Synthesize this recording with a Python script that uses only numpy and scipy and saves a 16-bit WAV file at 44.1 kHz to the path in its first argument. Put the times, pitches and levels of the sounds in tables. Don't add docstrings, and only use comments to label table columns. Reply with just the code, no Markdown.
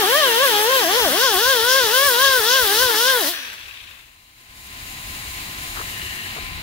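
import sys
import numpy as np
from scipy import signal
from scipy.fft import rfft, irfft, next_fast_len
from scipy.io import wavfile
from scipy.ndimage import uniform_filter1d, map_coordinates

SR = 44100
rng = np.random.default_rng(int(sys.argv[2]) if len(sys.argv) > 2 else 0)


def log_audio(samples):
    frames = np.atleast_2d(samples).T
    limited = np.clip(frames, -1, 1)
    pcm = np.round(limited * 32767).astype(np.int16)
    wavfile.write(sys.argv[1], SR, pcm)


N = 291942
TIME = np.arange(N) / SR
SIDES = np.array([[1], [-1]])


def amp(db):
    return 10 ** (np.asarray(db) / 20)


def rms_one(x):
    return x / np.sqrt(np.mean(x ** 2) + 1e-20)


def in_time(rows):
    s, *columns = np.transpose(rows)
    return [np.interp(TIME, s, column) for column in columns]


def at_hz(points, hz):
    table_hz, values = np.array(points).T[:2]
    return np.interp(np.log(hz + 1), np.log(table_hz), values)


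def drift(rate_hz):
    step = 40
    r = np.exp(-2 * np.pi * rate_hz * step / SR)
    white = rng.standard_normal(N // step + 2002)
    slow = signal.lfilter([1], [1, -2 * r, r * r], white)[2000:]
    return np.interp(np.arange(N) / step, np.arange(len(slow)), rms_one(slow))


def noise(spectrum, likeness, balance):
    size = next_fast_len(N)
    hz = np.arange(size // 2 + 1) * SR / size
    mid, side = rfft(rng.standard_normal((2, size))) * amp(at_hz(spectrum, hz))
    alike = np.clip(at_hz(likeness, hz), 0, 1)
    both = np.sqrt(1 + alike) * mid + np.sqrt(1 - alike) * side * SIDES
    both *= amp(SIDES * at_hz(balance, hz) / 2)
    return rms_one(irfft(both, size)[:, :N])


def band(hz, width, alike):
    r = np.exp(-np.pi * width / SR)
    mid, side = rng.standard_normal((2, N))
    x = mid + np.clip(1 - alike, 0, 1) * side * SIDES
    section = [1, 0, -1, 1, -2 * r * np.cos(2 * np.pi * hz / SR), r * r]
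    return rms_one(signal.sosfilt([section, section], x))


def placed(x, pan_db, lead_ms):
    late = map_coordinates(x[1], [np.arange(N) - lead_ms * SR / 1000], order=3, mode="nearest")
    return np.array([x[0] * amp(pan_db / 2), late * amp(-pan_db / 2)])


# t/s, leak level/dB, rumble level/dB
BACKGROUND = [(0, -43, -54), (1, -59, -50), (3.2, -70, -56), (3.7, -54, -52), (4.4, -55.5, -57.5),
              (5.1, -54.5, -57), (5.9, -55, -54.5), (6.25, -55.5, -58.5), (6.62, -62, -63)]
# f/Hz, relative level per Hz/dB
SHOP_HISS_SPECTRUM = [(76, -28), (130, 4.5), (318, -2), (400, -6), (520, -14.5), (680, -2), (1000, -1.5),
                      (1350, -2), (1600, 0.5), (2020, 5.5), (2800, 3), (3490, -1.5), (3960, 3), (5500, -11),
                      (7150, -37)]
AIR_LINE_LEAK_SPECTRUM = [(3000, -19), (5000, -3), (5700, -8), (6900, 1.5), (8200, -6), (9100, -1),
                          (11000, -6), (13500, -4), (15200, -4), (16500, -6.5)]
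RUMBLE_SPECTRUM = [(15, -38), (30, -3), (70, -3), (110, -4.5), (160, -32), (300, -25.5)]
# f/Hz, likeness (1 = identical)
SHOP_LIKENESS = [(60, 1), (400, 0.99), (1000, 0.78), (2000, 0.44), (4000, 0.21), (8000, 0.051)]
# f/Hz, left minus right level/dB
SHOP_BALANCE = [(60, 1), (110, -0.5), (200, 0), (380, 5), (700, 1), (1290, 2), (2380, 2.5), (4400, 2.5),
                (8120, 4.5), (15000, 4.5)]
# f/Hz, mean peak level/dB
SHOP_TONES = [(1027, -63.5), (31.3, -67.5)]
# f/Hz, width of one resonance/Hz, level before the lean/dB, late loss/dB
SHOP_BANDS = [(2810, 81, -67.5, 0.1), (4030, 400, -66, 8), (1970, 400, -70, 0.1)]
# centre t/s, length/s, f/Hz, width of one resonance/Hz, level before the lean/dB
SCUFFS_AND_HUM = [(5.79, 0.068, 1100, 1200, -50), (5.798, .04, 377, 140, -61), (6.1, 0.5, 1866, 380, -56),
                  (6.1, 0.5, 2850, 350, -57.5), (6.376, 0.03, 350, 1200, -53),
                  (6.448, 0.25, 2344, 370, -59), (6.52, 0.3, 40, 70, -58), (6.05, 0.45, 363, 30, -72)]
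SHOP_HISS_DB, BANDS_SHIFT_S = -52.5, 4.4
SHOP_PAN_DB, SHOP_LEAD_MS = 6, 0.28


def workshop():
    leak_db, rumble_db = in_time(BACKGROUND)
    lean = amp(SIDES * SHOP_PAN_DB / 2)
    out = amp(SHOP_HISS_DB + .6 * drift(8)) * noise(SHOP_HISS_SPECTRUM, SHOP_LIKENESS, SHOP_BALANCE)
    out += amp(leak_db + .8 * drift(8)) * noise(AIR_LINE_LEAK_SPECTRUM, SHOP_LIKENESS, SHOP_BALANCE)
    out += amp(rumble_db + 2 * drift(14)) * noise(RUMBLE_SPECTRUM, SHOP_LIKENESS, SHOP_BALANCE)
    for hz, level_db in SHOP_TONES:
        out += amp(level_db + 1.5 * drift(6)) * np.sin(2 * np.pi * hz * TIME + .5 * drift(4))
    late = np.clip((TIME - BANDS_SHIFT_S) / .1, 0, 1)
    for hz, width, level_db, lost_db in SHOP_BANDS:
        out += lean * amp(level_db - lost_db * late + drift(8)) * band(hz, width, alike=.6)
    for centre_s, length_s, hz, width, level_db in SCUFFS_AND_HUM:
        swell = np.exp(-((TIME - centre_s) / (length_s / 2)) ** 4)
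        out += lean * amp(level_db + 2.2 * drift(90)) * swell * band(hz, width, alike=.6)
    return placed(out, 0, SHOP_LEAD_MS)


# t one puff half-width before the crest/s, crest level/dB
PUFFS = [(1.011, -37), (1.203, -41), (1.348, -42.5), (1.444, -42), (1.62, -39.5), (1.814, -37.5),
         (2.04, -41), (2.263, -42), (2.364, -40), (2.6, -37), (2.811, -33.5)]
# f/Hz, relative level per Hz/dB
PUFF_SPECTRUM = [(20, -35), (50, -8), (85, -3), (130, -14), (220, -17), (400, -56)]
PUFF_S, PUFF_PAN_DB = 0.03, 23


def puffs():
    gust = sum(amp(db) * np.exp(-((TIME - s - PUFF_S) / PUFF_S) ** 2) for s, db in PUFFS)
    likeness = [(20, 0.31), (400, 0.37)]
    return gust * noise(PUFF_SPECTRUM, likeness, [(20, PUFF_PAN_DB), (400, PUFF_PAN_DB)])


# t/s, vane rate before smoothing f/Hz
SPEED = [(0, 460.5), (0.048, 354), (0.14, 549), (0.19, 641), (0.284, 482.7), (0.328, 448.7), (0.368, 461.3),
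         (0.44, 576.5), (0.532, 420), (0.58, 412.4), (0.658, 441.8), (0.696, 511.6), (0.75, 547),
         (0.8, 483.4), (0.858, 308), (0.926, 406.6), (0.98, 516.5), (1.034, 430), (1.1, 228.3),
         (1.134, 296), (1.2, 468), (1.248, 552.5), (1.324, 401.6), (1.366, 349.8), (1.42, 461),
         (1.504, 550), (1.566, 471.5), (1.596, 438.4), (1.7, 513), (1.782, 543), (1.872, 427.3),
         (1.89, 407), (1.946, 508), (2.028, 561), (2.062, 577.4), (2.11, 499), (2.148, 463.6), (2.24, 555),
         (2.342, 519), (2.384, 490), (2.424, 408.3), (2.5, 490), (2.558, 542), (2.61, 501), (2.654, 422.3),
         (2.686, 383.5), (2.768, 441.5), (2.828, 526), (2.9, 470.7), (2.95, 415.6), (3.098, 539),
         (3.152, 497), (3.19, 458.5), (3.236, 305.7), (3.26, 259.2), (3.306, 366.6), (3.33, 336)]
COAST_S, CRAWL_HZ = .28, 70
VANES = 4


def vane_rate():
    hz, = in_time(SPEED)
    coast = np.exp(-np.maximum(TIME - SPEED[-1][0], 0) / COAST_S)
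    hz = CRAWL_HZ + (hz - CRAWL_HZ) * coast
    return uniform_filter1d(hz, int(0.026 * SR)) * (1 + 0.00263 * drift(26.7))


# t/s, level/dB
STROKE_SWELL = [(0.0, -25), (0.14, -23), (0.17, -21), (0.36, -22.5), (0.37, -23.5), (0.59, -22.5),
                (0.63, -27), (0.76, -22.5), (0.89, -27), (0.93, -22), (1.14, -25), (1.24, -21), (1.36, -25),
                (1.45, -21.5), (1.67, -25), (1.7, -20.5), (1.9, -25.5), (1.95, -21.5), (2.18, -24.5),
                (2.25, -21), (2.41, -26.5), (2.52, -21), (2.66, -26.5), (2.8, -22), (2.91, -26.5),
                (3.08, -22.5), (3.18, -29), (3.3, -25.5)]
AIR_DB = [-25.5, -25, -29.5, -22.5]
AIR_SINK_DB_PER_S = [1.47, -0.49, -1.8, -0.5]
FOLLOWS_SCREENED = [0.055, 0.92, 0.27, 0.089]
FOLLOWS_OPEN = [-0.69, 0.9, 1.84, 0.37]
# drop/dB, time constant of the drop/s, further fade/(dB/s)
AIR_DROP_DB = [6.5, 11, 14, 27]
AIR_DROP_S = [0.04, 0.076, 0.027, 0.14]
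AIR_FADE_DB_PER_S = [4.7, 21, 25.4, 8.3]
LEVER_S = 3.282


def air_levels(clear):
    swell_db, = in_time(STROKE_SWELL)
    swell_db = swell_db - np.mean(swell_db[TIME < LEVER_S])
    off = np.maximum(TIME - LEVER_S, 0)
    rows = zip(AIR_DB, AIR_SINK_DB_PER_S, FOLLOWS_SCREENED, FOLLOWS_OPEN,
               AIR_DROP_DB, AIR_DROP_S, AIR_FADE_DB_PER_S)
    levels = []
    for db, sink, screened, bare, drop, drop_s, fade in rows:
        held_db = db - sink * (TIME - off) + ((1 - clear) * screened + clear * bare) * swell_db
        levels.append(held_db - drop * (1 - np.exp(-off / drop_s)) - fade * off)
    return levels


# f/Hz, relative level per Hz/dB
RASP_SPECTRUM = [(30, -49), (120, -30), (300, -7), (600, -2.5), (800, -2.5), (1100, 5.5), (1300, 1.5),
                 (1600, 8.5), (1900, 8), (2200, 3.5), (2800, -7.5)]
GRIND_SPECTRUM = [(1290, -46), (2200, -65), (2430, -10), (3180, -3), (4490, -3.5), (5500, -11.5),
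                  (7150, -55), (12100, -120)]
GRIND_SPECTRUM_SCREENED = [(1290, -54), (2200, -7.5), (2840, -2), (3130, 2), (3880, -6), (4220, -2.5),
                           (5040, -7), (5500, -58), (7150, -42), (12100, -120)]
SIZZLE_SPECTRUM = [(3500, -27.5), (4500, -1), (5500, 6.5), (6300, 2), (7200, -3), (9000, -49)]
JET_SPECTRUM = [(4100, -34), (7000, -2.5), (7630, -2), (10800, 4), (13400, 2), (15100, 7), (16500, 0)]
# f/Hz, likeness (1 = identical)
TOOL_LIKENESS = [(100, 0.45), (400, 1), (1000, 0.35), (2000, 0.17), (4000, 0.57), (8000, 0.02)]
# f/Hz, left minus right level/dB
TOOL_BALANCE = [(60, 18), (110, 4.5), (200, -2.5), (380, 2.5), (700, 0.5), (1290, 2), (2380, 0.5),
                (4400, 2), (8120, -1.5), (15000, -1)]
# f/Hz, width of one resonance/Hz, level over the grinding hiss/dB
DRUM_BANDS = [(3400, 220, -7.5), (3900, 140, -13), (2950, 130, -13)]
SCREENED_DRUM_DB = -5


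def air_noise(levels, turn, pressure, clear):
    rasp_db, grind_db, sizzle_db, jet_db = levels

    def tool(colour):
        return noise(colour, TOOL_LIKENESS, TOOL_BALANCE)

    rasp = amp(rasp_db + 2 * drift(25)) * tool(RASP_SPECTRUM)
    grind = np.sqrt(1 - clear) * tool(GRIND_SPECTRUM_SCREENED) + np.sqrt(clear) * tool(GRIND_SPECTRUM)
    grind *= amp(grind_db + 0.51 * drift(3.2))
    for band_hz, width, level_db in DRUM_BANDS:
        drum_db = grind_db + level_db + SCREENED_DRUM_DB * (1 - clear) + 3 * drift(5)
        grind += amp(drum_db) * band(band_hz, width, alike=.6)
    grind += amp(sizzle_db + drift(6)) * tool(SIZZLE_SPECTRUM)
    jet = amp(jet_db + 1.3 * drift(8)) * tool(JET_SPECTRUM)
    vane_wave = pressure * np.cos(VANES * turn)
    fading = np.clip((4.2 - TIME) / 0.99, 0, 1)
    return fading * ((1 + .3 * vane_wave) * (rasp + grind) + (1 + .15 * vane_wave) * jet)


# f/Hz, width of one resonance/Hz, level before fade and knock/dB, fade/(dB/s), gain in the swing/dB
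RATTLE_BANDS = [(1695, 330, -29.5, 52, -4), (2540, 720, -30, 35, 9.5), (3460, 1200, -32.5, 49, 18.5),
                (5860, 500, -33.5, 57, 0.1)]
SWING_S, SWING_LENGTH_S, REST_S = 3.913, 0.5, 4.1


def vane_rattle(turn, pressure):
    turns_since_knock = turn / (2 * np.pi) % 1
    knock = np.exp(-turns_since_knock / 1.2) * amp(drift(20) + 1.5 * SIDES)
    knock *= (1 - pressure) * np.clip(1 - (TIME - REST_S) / 0.16, 0, 1)
    swing = np.exp(-((TIME - SWING_S) / SWING_LENGTH_S * 2) ** 2)
    out = np.zeros((2, N))
    for band_hz, width, level_db, fade, swing_db in RATTLE_BANDS:
        level_db = level_db - fade * np.maximum(TIME - LEVER_S, 0) + swing_db * swing
        out += knock * amp(level_db) * band(band_hz, width, alike=0.16)
    return out


# f/Hz, level/dB
MUFFLER_OPEN = [(230, -27.5), (400, -28.5), (520, -25.5), (620, -24), (800, -28), (930, -31), (1020, -25.5),
                (1120, -20.5), (1200, -28.5), (1290, -30), (1400, -19), (1590, -14.5), (1750, -15.5),
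                (1950, -22.5), (2300, -18.5)]
MUFFLER_SCREENED = [(230, -29), (400, -28), (520, -24), (620, -24), (800, -25.5), (930, -29), (1020, -28.5),
                    (1150, -19.5), (1250, -27.5), (1350, -29), (1500, -20), (1620, -16.5), (1800, -18),
                    (1950, -18), (2300, -23)]


def muffler(hz, clear):
    return (1 - clear) * at_hz(MUFFLER_SCREENED, hz) + clear * at_hz(MUFFLER_OPEN, hz)


VANE_DB = [2.87, 3.1, -4.67, -11.5]
VANE_SINK_DB_PER_S = [0.91, 1.08, 0.026, 0.85]
VANE_EASE_DB = [2, 3, 8, 3]
VANE_DROP_DB = [16, 16, 16, 18]
# multiple of the shaft rate; then level over the grinding hiss, before the housing/dB
SHAFT_ORDERS = [1, 2, 3, 5, 7, 9, 11, 13, 20, 24, 28, 32, 36, 40]
SHAFT_ORDER_DB = [-32, -26, -16, -17, -21.5, -19, -16, -12, -6.5, -6.5, -8, -8, -9, -10]
# f/Hz, level/dB
HOUSING = [(200, -5), (1600, -4), (2300, -12), (2700, -7), (3050, -1), (3300, 3), (3600, -3), (3900, -2),
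           (4300, -12), (5600, -12)]
# f/Hz, phase lead of the left/rad
LEAD_OPEN = [(0, 0.39), (860, 0.53), (1380, 1.26), (1640, 0.78), (2930, 0.15), (4740, 3.2)]
LEAD_SCREENED = [(0, 0.3), (1210, 1.13), (1550, 2.2), (1810, 0.27), (2410, 7.3), (3100, 4.6), (3790, 1.8),
                 (5000, 5.2)]
VANE_FADE_DB_PER_S = 70
STALL_HZ, STALL_DB_PER_HZ = 350, .045
EASE_S, SHAFT_EASE_DB = 3.195, 2
SCREENED_ORDERS_DB, PATCHY_DB = 3.5, 2.5


def motor_tones(hz, turn, grind_db, pressure, clear):
    eased = np.clip((TIME - EASE_S) / .04 + .5, 0, 1)
    weak_db = pressure * STALL_DB_PER_HZ * np.maximum(STALL_HZ - hz, 0)
    weak_db += VANE_FADE_DB_PER_S * np.maximum(TIME - LEVER_S, 0)
    orders = []
    vane_rows = zip(VANE_DB, VANE_SINK_DB_PER_S, VANE_EASE_DB, VANE_DROP_DB)
    for harmonic, (level, sink, ease, drop) in enumerate(vane_rows, start=1):
        level_db = level - sink * TIME + muffler(harmonic * hz, clear) - weak_db
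        level_db += -ease * eased - drop * (1 - pressure) + 1.2 * drift(14)
        orders.append((VANES * harmonic, level_db, 1))
    for order, level in zip(SHAFT_ORDERS, SHAFT_ORDER_DB):
        level_db = level + grind_db + SCREENED_ORDERS_DB * (1 - clear) - SHAFT_EASE_DB * eased
        level_db += at_hz(HOUSING, order * hz / VANES) + PATCHY_DB * drift(6)
        orders.append((order, level_db, pressure))
    out = np.zeros((2, N))
    for order, level_db, gate in orders:
        order_hz = order * hz / VANES
        lead = (1 - clear) * np.interp(order_hz, *np.transpose(LEAD_SCREENED))
        lead += clear * np.interp(order_hz, *np.transpose(LEAD_OPEN))
        wobble = np.sqrt(order) * (.1 * drift(30) + .08 * drift(15) * SIDES)
        lean_db = at_hz(TOOL_BALANCE, order_hz) / 2 * SIDES
        sine = np.sin(order * turn + wobble + SIDES * lead / 2)
        out += gate * np.sqrt(2) * amp(level_db + lean_db + drift(52)) * sine
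    return out


# t/s, left minus right level/dB, lead of its air noise on the left/ms
PLACE = [(0, 2.5, 0.29), (.5, 2.5, 0.28), (.9, 2.5, 0.27), (1.1, 3.5, 0.056), (2, 3.5, .04),
         (3.3, 3, 0.021), (3.5, 1.5, 0.26), (4.4, 9, 0.34)]
ARM_CLEAR_S = 1.085


def grinder():
    hz = vane_rate()
    pan_db, lead_ms = in_time(PLACE)
    turn = 2 * np.pi * np.cumsum(hz / VANES) / SR
    pressure = np.clip(1 - (TIME - LEVER_S) / 0.065, 0, 1)
    clear = np.clip((TIME - ARM_CLEAR_S) / 0.59 + .5, 0, 1)
    levels = air_levels(clear)
    air = air_noise(levels, turn, pressure, clear) + vane_rattle(turn, pressure)
    tones = motor_tones(hz, turn, levels[1], pressure, clear)
    return placed(air, pan_db, lead_ms) + placed(tones, pan_db, 0)


def scene():
    return workshop() + puffs() + grinder()


QUIET_DB, HOLD_S = -28, 0.86
RISE_DB_PER_S, BOOST_DB, SETTLE_S = 50.5, 19, 0.24
CEILING, CUTOFF_HZ = 0.9, 15750


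def record(dry):
    power = uniform_filter1d(np.mean(dry ** 2, axis=0), int(.05 * SR))
    loud = power > amp(QUIET_DB) ** 2
    quiet_for = TIME - np.maximum.accumulate(TIME * loud)
    target_db = np.clip((quiet_for - HOLD_S) * RISE_DB_PER_S, 0, BOOST_DB)
    r = np.exp(-1 / (SETTLE_S * SR))
    boost_db = signal.lfilter([1 - r], [1, -r], target_db)
    rounded = CEILING * np.tanh(dry * amp(boost_db) / CEILING)
    low_pass = signal.ellip(14, .5, 100, CUTOFF_HZ, fs=SR, output="sos")
    return signal.sosfilt(low_pass, rounded)


dry = scene()
out = record(dry)
log_audio(out)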